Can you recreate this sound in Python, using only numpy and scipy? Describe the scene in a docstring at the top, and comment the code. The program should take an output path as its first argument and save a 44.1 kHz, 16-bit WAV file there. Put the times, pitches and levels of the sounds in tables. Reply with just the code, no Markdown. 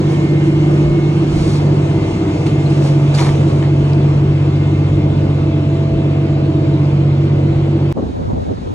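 """The drive of a chairlift station drones outdoors: sines at multiples of a slowly easing shaft speed.
Steady sines add mains hum and shaped noise adds a broad roar, which dulls as the listener turns away.
Shoes scuff on grit (bursts of noise, ringing pebbles), low wind puffs, and a few short tones squeak.
A hard cut clicks to a spot further off, where lumpy noise makes the wind that buffets both ports.
The two ports are the left and right openings where the sound is picked up."""
import sys
import numpy as np
from scipy import signal
from scipy.fft import rfft, irfft, next_fast_len
from scipy.io import wavfile
from scipy.ndimage import uniform_filter1d, map_coordinates

SR = 44100
rng = np.random.default_rng(int(sys.argv[2]) if len(sys.argv) > 2 else 0)


def master_out(mix):
    """Clip the mix to full scale and print it as 16-bit PCM to the path in sys.argv[1]."""
    frames = np.transpose(np.atleast_2d(mix))
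    ceiling = np.clip(frames, -1, 1)
    pcm = np.round(ceiling * 32767).astype(np.int16)
    wavfile.write(sys.argv[1], SR, pcm)


N = 385434

PINION = 4.608  # turns of a faster pinion (small gear) per shaft turn
# how the station's level changes as the listener turns from the drive: (time [s], level change [dB])
TURN = [(0, 0), (.3, -1.5), (1.7, -1), (2.7, -1), (3.4, -0.5), (3.7, -2.5), (4.3, -3.5), (5.0, -4.5),
        (6.5, -5), (7.9, -5)]
# tone colour of airy treble noise: (frequency [Hz], relative level [dB])
AIR = [(3120, -30), (5300, 0.5), (6470, 3), (7840, -2), (9560, -8.5), (10100, -15.5), (11000, -33),
       (11700, -88), (22000, -120)]


def amp(db):
    """Turn decibels into a gain."""
    return 10 ** (np.asarray(db) / 20)


def unit(x):
    """Scale to an rms (average strength) of 1."""
    return x / np.sqrt(np.mean(x ** 2) + 1e-20)


def curves(rows):
    """Join the points of a table with straight lines: one curve for each column after the time."""
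    times, *columns = np.transpose(rows)
    return [np.interp(np.arange(N) / SR, times, column) for column in columns]


def wobble(rate):
    """A smooth random curve with the given number of random knots a second."""
    at = np.arange(0, N + 8, 8)  # worked out at every eighth sample, then joined up
    knots = rng.standard_normal(int(N * rate / SR) + 4)
    return np.interp(np.arange(N), at, map_coordinates(knots, [at * rate / SR]))


def coloured(x, points):
    """Shape the spectrum of x by (frequency [Hz], relative level [dB]) points, then scale to rms 1."""
    m = next_fast_len(N + 8192)
    f, db = np.transpose(points)
    log_f = np.log(np.fft.rfftfreq(m, 1 / SR) + 1)
    gain = amp(np.interp(log_f, np.log(f + 1), db, left=-120, right=-120))
    return unit(irfft(rfft(x, m) * gain, m)[:N])


def rush(mid, side, side_db, patchy_db, tied=.5, turn=1.7, source=None):
    """Stereo noise with patches of random gain: a common part, plus a part opposed at the two ports.

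    A share (tied) of the opposed part is the common one turned in phase (turn [rad])."""
    source = rng.standard_normal((2, N)) if source is None else source
    z = signal.stft(source, nperseg=512)[2]
    field = rng.standard_normal(z.shape[1:])
    field = uniform_filter1d(uniform_filter1d(field, 5, 0), 10, 1)  # smooth in pitch, then in time
    tied = np.clip(tied, 0, 1)
    z[1] = tied * np.exp(1j * turn) * z[0] + np.sqrt(1 - tied ** 2) * z[1]
    common, opposed = signal.istft(z * amp(patchy_db * unit(field)), nperseg=512)[1][:, :N]
    common = coloured(common, mid)
    opposed = amp(side_db) * coloured(opposed, side)
    return np.array([common + opposed, common - opposed])


def tone(turns, db, hz, waver_db=1.2, jitter_s=0.00017, lag_s=0.000099, scatter=1):
    """An unsteady sine, blurred more the higher it is; its paths to the two ports differ a little."""
    # scatter is the range of the random starting phase, in cycles
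    phase = 2 * np.pi * (turns + scatter * rng.random() + hz * jitter_s * wobble(9))
    drift = wobble(0.45)
    lag = 2 * np.pi * hz * lag_s * (1 + 0.13 * drift)
    pan_db = -.3 + 2.5 * np.tanh((hz / 700) ** 2) * drift
    level = np.sqrt(2) * amp(db + waver_db * wobble(4))
    return level * np.sin(phase + np.array([lag, -lag]) / 2) * amp([pan_db, -pan_db])


def hillside():
    """Away from the drive: lumpy wind, unlike at the two ports, over a thin distant roar."""
    # puffs of wind that strike one port more:
    # (time [s], level [dB], low thump level [dB], left minus right [dB], time to fall 60 dB [s])
    puff_table = [(7.948, -16.5, -25, -2, 0.19), (7.968, -8.5, -20, 6, 0.12), (7.986, -17, -21, 2, .1),
                  (8.022, -10, -17, -1, 0.1), (8.06, -17.5, -21, -1, 0.11), (8.086, -21, -24, -4, 0.11),
                  (8.165, -24.5, -27, 2, 0.21), (8.19, -18, -28, 4, .08), (8.21, -17, -12, 5, 0.091),
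                  (8.25, -33, -14, -3, 0.18), (8.287, -17, -14, -1, 0.057), (8.328, -14.5, -7.5, -5, 0.1),
                  (8.37, -14, -8, 4, 0.07), (8.405, -28, -16, 3, .08), (8.47, -22.5, -18, -3, 0.18),
                  (8.506, -14.5, -17, 0, 0.09), (8.572, -22, -35, 1, 0.16), (8.612, -21.5, -21, 7, 0.16),
                  (8.655, -24, -26, 2, 0.095)]
    # eddies that push the ports oppositely: (time [s], level [dB])
    eddy_levels = [(7.93, -30), (8.0, -29), (8.09, -26), (8.19, -23), (8.28, -21.5), (8.38, -23),
                   (8.47, -24), (8.55, -25), (8.61, -33), (8.68, -25), (8.74, -24)]
    # tone colours of the low thumps, puffs and eddies: (frequency [Hz], relative level [dB])
    thump_colour = [(18, -38), (30, -19), (60, -0.5), (100, 3.5), (170, -8), (260, -8.5), (400, -34)]
    puff_colour = [(90, -20), (160, 0.5), (300, -0.5), (450, -6.5), (700, -15.5), (1100, -25), (1600, -49),
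                   (2400, -64)]
    eddy_colour = [(50, -29), (100, -6.5), (200, 1), (500, -2), (900, -11), (1500, -27.5), (2400, -52)]
    # tone colours of the distant roar, common and opposed: (frequency [Hz], relative level [dB])
    far_mid = [(760, -36), (1300, -2.5), (3330, -9), (3840, -7.5), (5280, -16.5), (6300, -14.5),
               (7040, -16.5), (7850, -21.5), (9500, -25.5), (10700, -38), (11500, -90), (22000, -120)]
    far_side = [(900, -15), (1300, 0), (1800, -10), (4000, -12.5), (4700, -15), (5300, -18), (6600, -26),
                (8000, -25), (10000, -32), (11600, -35), (15400, -39.5), (16500, -80.5)]
    lull_db, far_db = -29.5, -49  # low wind between puffs, distant roar
    rise_s = 0.0087
    tick_s, tick_db = 8.513, -53  # one faint dry tick

    puffs, thumps = np.zeros((2, N)), np.full(N, amp(lull_db))
    for s, db, thump_db, pan_db, t60 in puff_table:
        t = np.maximum(np.arange(N) / SR - s, 0)
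        shape = amp(-60 * t / max(t60, .02)) * (1 - np.exp(-t / rise_s))
        puffs += amp(db + pan_db * np.array([[.5], [-.5]])) * shape
        thumps += amp(thump_db) * shape
    wind = thumps * rush(thump_colour, thump_colour, side_db=-6.5, patchy_db=-0.5, tied=.1)
    wind += puffs * rush(puff_colour, puff_colour, side_db=-5.0, patchy_db=1.0, tied=.3)

    eddies = amp(curves(eddy_levels)[0] + 1.5 * wobble(60))
    eddies = eddies * rush(eddy_colour, eddy_colour, side_db=-13, patchy_db=2.0, tied=0.071)
    eddies = eddies * [[1], [-1]]

    since = np.arange(N) / SR - tick_s
    tick = amp(tick_db - 60 * abs(since) / .02) * (since > 0)
    tick = tick * coloured(rng.standard_normal(N), AIR)

    far = amp(far_db + .8 * wobble(25)) * rush(far_mid, far_side, side_db=2.5, patchy_db=.8)
    return wind + eddies + tick + far


def breeze():
    """Low wind over the ports: noise that follows an uneven breeze and short bell-shaped gusts."""
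    # gusts on the ports near the drive: (time [s], level [dB])
    gust_table = [(.87, -22), (1.345, -23), (1.47, -31), (3.75, -37), (4.26, -31.5), (4.9, -29),
                  (5.14, -29), (5.39, -33), (5.93, -26), (6.7, -32), (7.1, -34), (7.52, -29)]
    # tone colour of the wind: (frequency [Hz], relative level [dB])
    wind_colour = [(15, -36.5), (30, -6), (50, -1), (80, 0), (130, -15.5), (250, -38.5)]
    breeze_db, rise_s, fall_s = -35, 0.046, 0.063
    t = np.arange(N) / SR
    gusts = 0
    for s, db in gust_table:
        width_s = np.where(t < s, rise_s, fall_s)
        gusts = gusts + amp(db) * np.exp(-((t - s) / width_s) ** 2)
    level = gusts + amp(breeze_db + 2.9 * wobble(6.4))
    return level * rush(wind_colour, wind_colour, side_db=-14.5, patchy_db=-1.0)


def squeaks():
    """Short rubbing tones, perhaps rope on the sheaves: each is rough, glides, swells and fades."""
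    # (time [s], length [s], start pitch [Hz], end pitch [Hz], level before panning [dB], roughness [rad])
    squeak_table = [(2.653, .024, 4050, 4230, -41, .9), (2.688, .035, 4980, 5000, -52, 1.2),
                    (2.7, .09, 4150, 4000, -53, 2.5), (2.76, .25, 552, 522, -32, .5),
                    (3.44, .14, 535, 525, -32, .5), (7.05, .75, 562, 560, -41, .6)]
    out = np.zeros(N)
    for s, length, from_hz, to_hz, db, rough in squeak_table:
        part = slice(round(s * SR), round((s + length) * SR))
        u = np.linspace(0, 1, part.stop - part.start)
        glide_hz = from_hz + u * (to_hz - from_hz)
        phase = 2 * np.pi * np.cumsum(glide_hz) / SR + rough * wobble(from_hz / 25)[part]
        out[part] += np.sqrt(2) * amp(db) * np.sin(np.pi * u) ** 0.35 * np.sin(phase)
    return out * [[1.7], [.1]]  # mostly on the left


def shoes():
    """Grit crunches as dense uneven grains under each drag; single pebbles snap with a short ring."""
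    # shoes dragging on grit: (start [s], attack [s], hold [s], level [dB], low part level [dB])
    scuff_table = [(0.079, 0.027, 0.024, -47, -40), (0.438, 0.017, 0.018, -51.5, -43),
                   (1.238, 0.15, 0.18, -41, -40.5), (2.454, .01, 0.0035, -41.5, -32.5),
                   (2.686, .02, 0.09, -48.5, -44), (2.789, 0.055, .04, -41.5, -37),
                   (3.136, 0.011, .002, -33.5, -31), (3.152, 0.036, .03, -33, -25),
                   (3.217, .02, 0.03, -36.5, -27.5), (3.248, 0.014, 0.035, -39.5, -30),
                   (3.472, 0.028, 0.051, -52.5, -45), (3.614, .012, 0.0092, -54, -35)]
    # pebbles snapping underfoot:
    # (time [s], level before filter and panning [dB], pitch [Hz], time to fall 60 dB [s])
    pebbles = [(2.4673, -34, 4300, 0.012), (2.829, -38, 6600, 0.012), (2.854, -37, 6500, 0.016),
               (3.1482, -17, 4680, 0.023), (3.1863, -20, 3050, 0.022), (3.184, -22, 1570, .03),
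               (3.199, -17, 957, 0.047), (3.203, -13, 494, 0.05), (3.209, -21, 2550, 0.018),
               (3.224, -24, 2400, .02), (3.237, -24, 1200, .025), (3.262, -23, 810, 0.05),
               (3.283, -22, 1000, .04), (3.294, -25, 1500, .025), (3.6294, -35, 2610, 0.016),
               (3.933, -26.5, 4970, 0.016), (3.934, -30, 4050, 0.014)]
    # tone colours of the grit, common and opposed, and of the sole: (frequency [Hz], relative level [dB])
    grit_mid = [(2060, -34.5), (3500, -5.5), (4220, -4), (4740, -8), (5970, -5), (9000, -12.5),
                (10100, -15.5), (11300, -31), (12200, -87), (22000, -120)]
    grit_side = [(2500, -36), (3500, -2), (4630, 2.5), (5300, -6.5), (7000, -14), (9000, -11),
                 (12000, -16.5), (15300, -17), (16500, -60)]
    sole_colour = [(410, -19), (700, 2), (1060, -4), (1830, -6), (2470, -7), (3700, -14.5), (4810, -43.5),
                   (8140, -120)]
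    scuff_t60_s = 0.31  # time a drag takes to fall 60 dB

    def grains(depth_db, rate):
        """Noise whose strength flickers at random."""
        return rng.standard_normal((2, N)) * amp(depth_db * wobble(rate))

    grit = rush(grit_mid, grit_side, side_db=1.5, patchy_db=0.5, tied=.7,
                source=grains(depth_db=1.5, rate=580))
    sole = rush(sole_colour, sole_colour, side_db=-5.5, patchy_db=2.5, tied=.6,
                source=grains(depth_db=3.0, rate=250))
    out, t = np.zeros((2, N + SR)), np.arange(N) / SR
    high, low = np.zeros((2, N))
    for s, attack, hold, db, low_db in scuff_table:
        fall = amp(-60 * np.maximum(t - s - attack - hold, 0) / scuff_t60_s)
        drag = np.clip((t - s) / attack, 0, 1) * fall
        # where drags overlap, the louder one is heard
        high = np.maximum(high, amp(db) * drag)
        low = np.maximum(low, amp(low_db) * drag)
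    out[:, :N] += high * grit + low * sole

    t = t[:SR // 20]
    dull = signal.butter(6, [400, 9000], "band", fs=SR, output="sos")
    for s, db, hz, t60 in pebbles:
        crack = rng.standard_normal(len(t)) * amp(-60 * t / .005)
        ring = np.sin(2 * np.pi * hz * t) * amp(-60 * t / max(t60, .002))
        snap = amp(db) * signal.sosfilt(dull, ring + .35 * crack)
        start = round(s * SR)
        out[:, start:start + len(t)] += snap * [[1.2], [.1]]  # mostly on the left
    return out[:, :N]


def roar():
    """Bearings, rope and fan: broad noise in four ranges, duller as the listener turns away."""
    # tone colours, common and opposed, from low to high: (frequency [Hz], relative level [dB])
    rumble_mid = [(20, -37), (40, -13), (80, -5), (150, 1.5), (220, 0), (270, -2.5), (330, 0.5), (400, -4),
                  (520, -7), (700, -14.5), (900, -31.5)]
    rumble_side = [(20, -53), (60, -19), (150, -25), (330, -10), (520, -15), (700, -12), (900, -44)]
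    roar_mid = [(410, -31.5), (700, -3), (926, -4), (1110, -8), (1200, -11.5), (1230, -10), (1890, -17),
                (2120, -14.5), (3200, -18.5), (4160, -53), (7040, -120)]
    roar_side = [(410, -28.5), (700, -7.5), (1110, -8.5), (1200, -10.5), (1570, -17.5), (1910, -20.5),
                 (2120, -15.5), (2560, -13.5), (3200, -20), (4160, -34.5), (7040, -120)]
    hiss_mid = [(1760, -25), (3000, -10), (3420, 1.5), (4210, -1.5), (4570, -4.5), (5400, -12),
                (7020, -41.5), (11900, -120)]
    hiss_side = [(2400, -31.5), (3000, -3.5), (3300, -4), (4100, -6), (4750, -7), (5000, -4.5), (5200, -19),
                 (6000, -50.5)]
    air_side = [(4500, -27), (5200, 0.5), (6500, -5.5), (8000, -8), (9500, -11.5), (12000, -21),
                (15500, -23.5), (16500, -61)]
    # levels when facing the drive
    rumble_db, roar_db, hiss_db, air_db = -23, -34, -46.5, -48
    # dB of change per dB of TURN: the treble is shadowed most
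    rumble_turns, roar_turns, hiss_turns, air_turns = 0.36, 0.61, 0.67, 1.65

    turn_db, = curves(TURN)
    shake = wobble(9)  # shared by the three upper ranges
    rumble_level = amp(rumble_db + rumble_turns * turn_db + 1.2 * wobble(6))
    roar_level = amp(roar_db + roar_turns * turn_db + 0.31 * shake)
    hiss_level = amp(hiss_db + hiss_turns * turn_db + 0.28 * shake)
    air_level = amp(air_db + air_turns * turn_db + 0.69 * shake)
    out = rumble_level * rush(rumble_mid, rumble_side, side_db=-7.5, patchy_db=1.5, tied=0.6, turn=0.98)
    out += roar_level * rush(roar_mid, roar_side, side_db=-0.5, patchy_db=1.2, tied=.52, turn=1.64)
    out += hiss_level * rush(hiss_mid, hiss_side, side_db=1.7, patchy_db=1.75, tied=.55, turn=1.4)
    return out + air_level * rush(AIR, air_side, side_db=-1.3, patchy_db=1.5, tied=.6, turn=1.8)


def hum():
    """The motor's rectifier hums at six times the 50 Hz mains, whatever the speed."""
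    # (multiple of 300 Hz, level [dB])
    harmonics = [(1, -33), (2, -48), (3, -54), (4, -59), (6, -63), (7, -63), (8, -63), (9, -65)]
    turns = 300 * np.arange(N) / SR
    return sum(tone(round(k) * turns, db, k * 300, waver_db=4.5, jitter_s=.00003) for k, db in harmonics)


def shrill(turns):
    """High pinion orders, thin and unsteady, partly cancelling between the ports."""
    # high multiples of the pinion speed
    orders = [28, 29, 36]
    # as the listener turns they reach the ports more or less out of step:
    # (time [s], then level [dB] and phase gap [rad] for each order)
    path_table = [(0, -49, 2.3, -50, .8, -49, 2.7), (.6, -47, 2.4, -48.5, .9, -50, 2.4),
                  (1.0, -47, 2.9, -48, 1.1, -49, 2.5), (1.45, -49, 2.7, -51, .9, -51, 2.4),
                  (1.75, -47, 1.5, -56, 1.8, -51, 1.3), (2.2, -49, 1.5, -49, 1.5, -51, 2.1),
                  (2.6, -56, 1.6, -47, 1.7, -52, 2.3), (3.0, -57, 2.5, -48, 2.1, -54, 2.8),
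                  (3.5, -57, 1.5, -49, 1.5, -55, 2), (4.2, -57, 1, -52.5, .8, -51, 2.9),
                  (4.7, -59, 1.2, -50, 1.1, -53, 2.4), (5.1, -61, 1.2, -52, 1, -51, 2.4),
                  (5.45, -58, 1.4, -52, 1.9, -55, 1.5), (5.8, -58, 1, -52, 2.3, -48, 2.5),
                  (6.2, -62, .6, -53, .9, -47, 2.6), (6.6, -63, 1.5, -58, 1.5, -55, 1.6),
                  (7.0, -56, 1.7, -53, 2.1, -58, 2.6), (7.9, -58, 1.2, -57, 2.2, -60, 2)]
    path, out = curves(path_table), 0
    for k, db, gap in zip(orders, path[::2], path[1::2]):
        phase = 2 * np.pi * (k * PINION * turns + rng.random() + .1 * wobble(12))
        level = np.sqrt(2) * amp(db + 3 * wobble(5))
        out = out + level * np.sin(phase + np.array([gap, -gap]) / 2)
    return out


def gears():
    """Teeth mesh at multiples ("orders") of the shaft speed; the frame favours others as it slows."""
    # (time [s], shaft speed [Hz])
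    shaft = [(0, 16.27), (.8, 16.29), (1.2, 16.27), (1.6, 16.17), (2.05, 16.06), (2.4, 16.01),
             (2.75, 15.92), (3, 15.87), (3.4, 15.84), (4.2, 15.85), (5, 15.9), (5.8, 15.92), (6.2, 15.89),
             (6.6, 15.84), (7.4, 15.8), (8, 15.79)]
    # the two loudest shaft orders swell slowly: (time [s], sixth order level [dB], ninth order level [dB])
    drone = [(0, -26.5, -15.5), (.8, -25, -12), (1.3, -25, -17), (1.7, -21.5, -12), (2.5, -22.5, -13.5),
             (3.0, -27, -10.5), (3.4, -20, -13), (4.1, -21, -11.5), (4.8, -17.5, -14.5), (5.4, -18.5, -15),
             (6.3, -22.5, -15), (6.6, -20.5, -16), (7.0, -22, -11.5), (7.4, -19, -14), (7.9, -21, -15)]
    # the pinion's ninth order, a clear tone that swells and sinks: (time [s], level [dB])
    sing = [(0, -51), (1.2, -53), (2.0, -39), (3.0, -37), (3.7, -38), (4.4, -41.5), (5.1, -38.5),
            (5.8, -33), (6.6, -34.5), (7.2, -42.5), (7.9, -46)]
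    # shaft orders of middling strength
    middle = [8, 10, 18, 20.25, 21, 24]
    # their slow swells: (time [s], then level [dB] of each middle order)
    middle_levels = [(0, -28, -38, -40, -29, -26, -37), (.75, -33, -36, -31, -30, -20, -41),
                     (1.25, -35, -33, -31, -30, -22, -37), (1.75, -30, -27, -28, -26, -29, -30),
                     (2.25, -27, -25, -25, -24, -33, -30), (2.75, -26, -25, -32, -25, -28, -31),
                     (3.25, -27, -27, -38, -25, -34, -31), (3.75, -30, -30, -35, -27, -28, -29),
                     (4.25, -28, -31, -33, -25, -30, -34), (5, -27.5, -27.5, -31, -27.5, -34, -38),
                     (5.75, -29, -32, -30, -28, -32, -38), (6.25, -29, -34, -31, -27, -28, -36),
                     (6.75, -26, -28, -35, -28, -27, -40), (7.25, -27, -33, -37, -33, -25, -39),
                     (7.9, -30, -36, -36, -32, -24, -34)]
    # shaft orders that slide across a narrow peak of the frame
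    swept = [16 * PINION]
    # one row each: (level away from the peak [dB], peak centre [Hz], half width [Hz],
    # gain at the centre [dB], change per dB of TURN [dB])
    swept_peaks = [(-57.5, 1173.5, 6.2, 15.5, 1.5)]
    # weaker multiples of the shaft speed; quarters come from a 4:1 reduction gear
    minor = [4, 4.75, 5, 7, 8.75, 9.25, 9.5, 10.75, 11, 11.25, 12, 12.25, 13, 13.75, 14.25, 15, 16.25,
             17.75, 18.75, 19, 19.75, 20, 20.75, 21.5, 23, 23.75, 27, 28.5, 30, 33, 35.5, 38]
    # one row each: (level at high speed [dB], level at low speed [dB])
    minor_levels = [(-53, -39.5), (-43.5, -47.5), (-42.5, -45), (-29.5, -29.5), (-33.5, -40.5), (-33, -42),
                    (-33, -30.5), (-28, -39), (-31, -37), (-38, -41), (-32, -36), (-38.5, -38.5),
                    (-44, -37), (-43, -42.5), (-35, -34), (-42, -35), (-36.5, -47), (-38, -47), (-32, -36),
                    (-35, -30), (-25.5, -42), (-32, -39), (-42, -35), (-45, -35), (-37, -44), (-33, -35.5),
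                    (-43, -39.5), (-43.5, -49.5), (-42.5, -41), (-64, -47), (-59.5, -48), (-59, -47)]
    # weaker multiples of the pinion speed
    whine = [8, 10, 20, 24, 38, 39]
    # one row each: (level at high speed [dB], level at low speed [dB])
    whine_levels = [(-49.5, -52.5), (-62, -51), (-55, -60.5), (-53, -71), (-67.5, -65), (-53, -63.5)]
    fast_hz, slow_hz = 16.25, 15.92  # shaft speeds
    # the ninth order nearly cancels as it slides through this pitch
    null_hz, null_width_hz, null_db = 144.36, .25, -19
    sing_order = 9 * PINION

    shaft_hz, = curves(shaft)
    turns = np.cumsum(shaft_hz) / SR
    fast = np.clip((shaft_hz - slow_hz) / (fast_hz - slow_hz), 0, 1)
    turn_db, = curves(TURN)

    def near(k, centre_hz, width_hz):
        """1 when order k is at the centre pitch, falling towards 0 away from it."""
        return 1 / (1 + ((k * shaft_hz - centre_hz) / width_hz) ** 2)

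    def scatter(k):
        """How far apart the orders may start, in cycles."""
        # a slightly off-centre wheel swells the ninth order once a turn, so its neighbours keep in step
        if k in (8, 9, 10):
            return .2
        # these keep in step too, so they throb together once per turn of the reduction gear
        return .3 if 18 <= k <= 22 else 1

    sixth_db, ninth_db = curves(drone)
    ninth_db = ninth_db + null_db * near(9, null_hz, null_width_hz)
    out = 0
    for k, db in [(6, sixth_db), (9, ninth_db)]:
        out = out + tone(k * turns, db, k * slow_hz, waver_db=0.05, jitter_s=.00005, scatter=scatter(k))
    out += tone(sing_order * turns, curves(sing)[0], sing_order * slow_hz, waver_db=1.0, jitter_s=.00002)
    for k, db in zip(middle, curves(middle_levels)):
        out += tone(k * turns, db, k * slow_hz, waver_db=1.0, jitter_s=.00004, scatter=scatter(k))
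    for k, (db, centre_hz, width_hz, gain_db, shadow) in zip(swept, swept_peaks):
        level_db = db + gain_db * near(k, centre_hz, width_hz) + shadow * turn_db
        out += tone(k * turns, level_db, k * slow_hz, waver_db=2.1, jitter_s=.00002, scatter=scatter(k))
    for k, (high_db, low_db) in zip(minor, minor_levels):
        level_db = low_db + fast * (high_db - low_db)
        out += tone(k * turns, level_db, k * slow_hz, waver_db=2.5, jitter_s=.00008, scatter=scatter(k))
    # the pinion sits off to one side, so its whine reaches the ports further apart
    for k, (high_db, low_db) in zip(PINION * np.array(whine), whine_levels):
        level_db = low_db + fast * (high_db - low_db)
        out += tone(k * turns, level_db, k * slow_hz, waver_db=4.0, jitter_s=.00005, lag_s=0.00013)
    return out + shrill(turns)


def scene():
    """The station is cut off dead well off the zero of its wave, which clicks; the hillside fades in."""
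    # balance of the station as the listener turns: (time [s], left minus right [dB])
    lean = [(0, -0.5), (1.2, -0.9), (2.2, 0.1), (3.4, -0.4), (4.5, 0.5), (5.1, -0.3), (7.9, -0.2)]
    cut_s, step = 7.9278, .21  # rough time of the cut, and the wave height sought there
    fade_s, fade_curve = 0.052, 0.69  # fade-in after the cut, and its power
    lean_db, = curves(lean)
    station = (gears() + hum() + roar()) * amp([lean_db / 2, -lean_db / 2])
    station = station + breeze() + shoes() + squeaks()
    # search 5 ms for the sample whose height is nearest to the step
    start = round((cut_s - .0025) * SR)
    height = abs(station[:, start:start + SR // 200].mean(0))
    cut = start + np.argmin(abs(height - step))
    since = (np.arange(N) - cut) / SR
    return station * (since < 0) + hillside() * np.clip(since / fade_s, 0, 1) ** fade_curve


def record(dry):
    """Peaks clip softly at full scale; then nothing passes at or above the band limit."""
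    top_hz = 15750
    x = dry / (1 + np.abs(dry) ** 8) ** (1 / 8)
    m = next_fast_len(N + 8192)
    return irfft(rfft(x, m) * (np.fft.rfftfreq(m, 1 / SR) < top_hz), m)[:, :N]


dry = scene()
out = record(dry)
master_out(out)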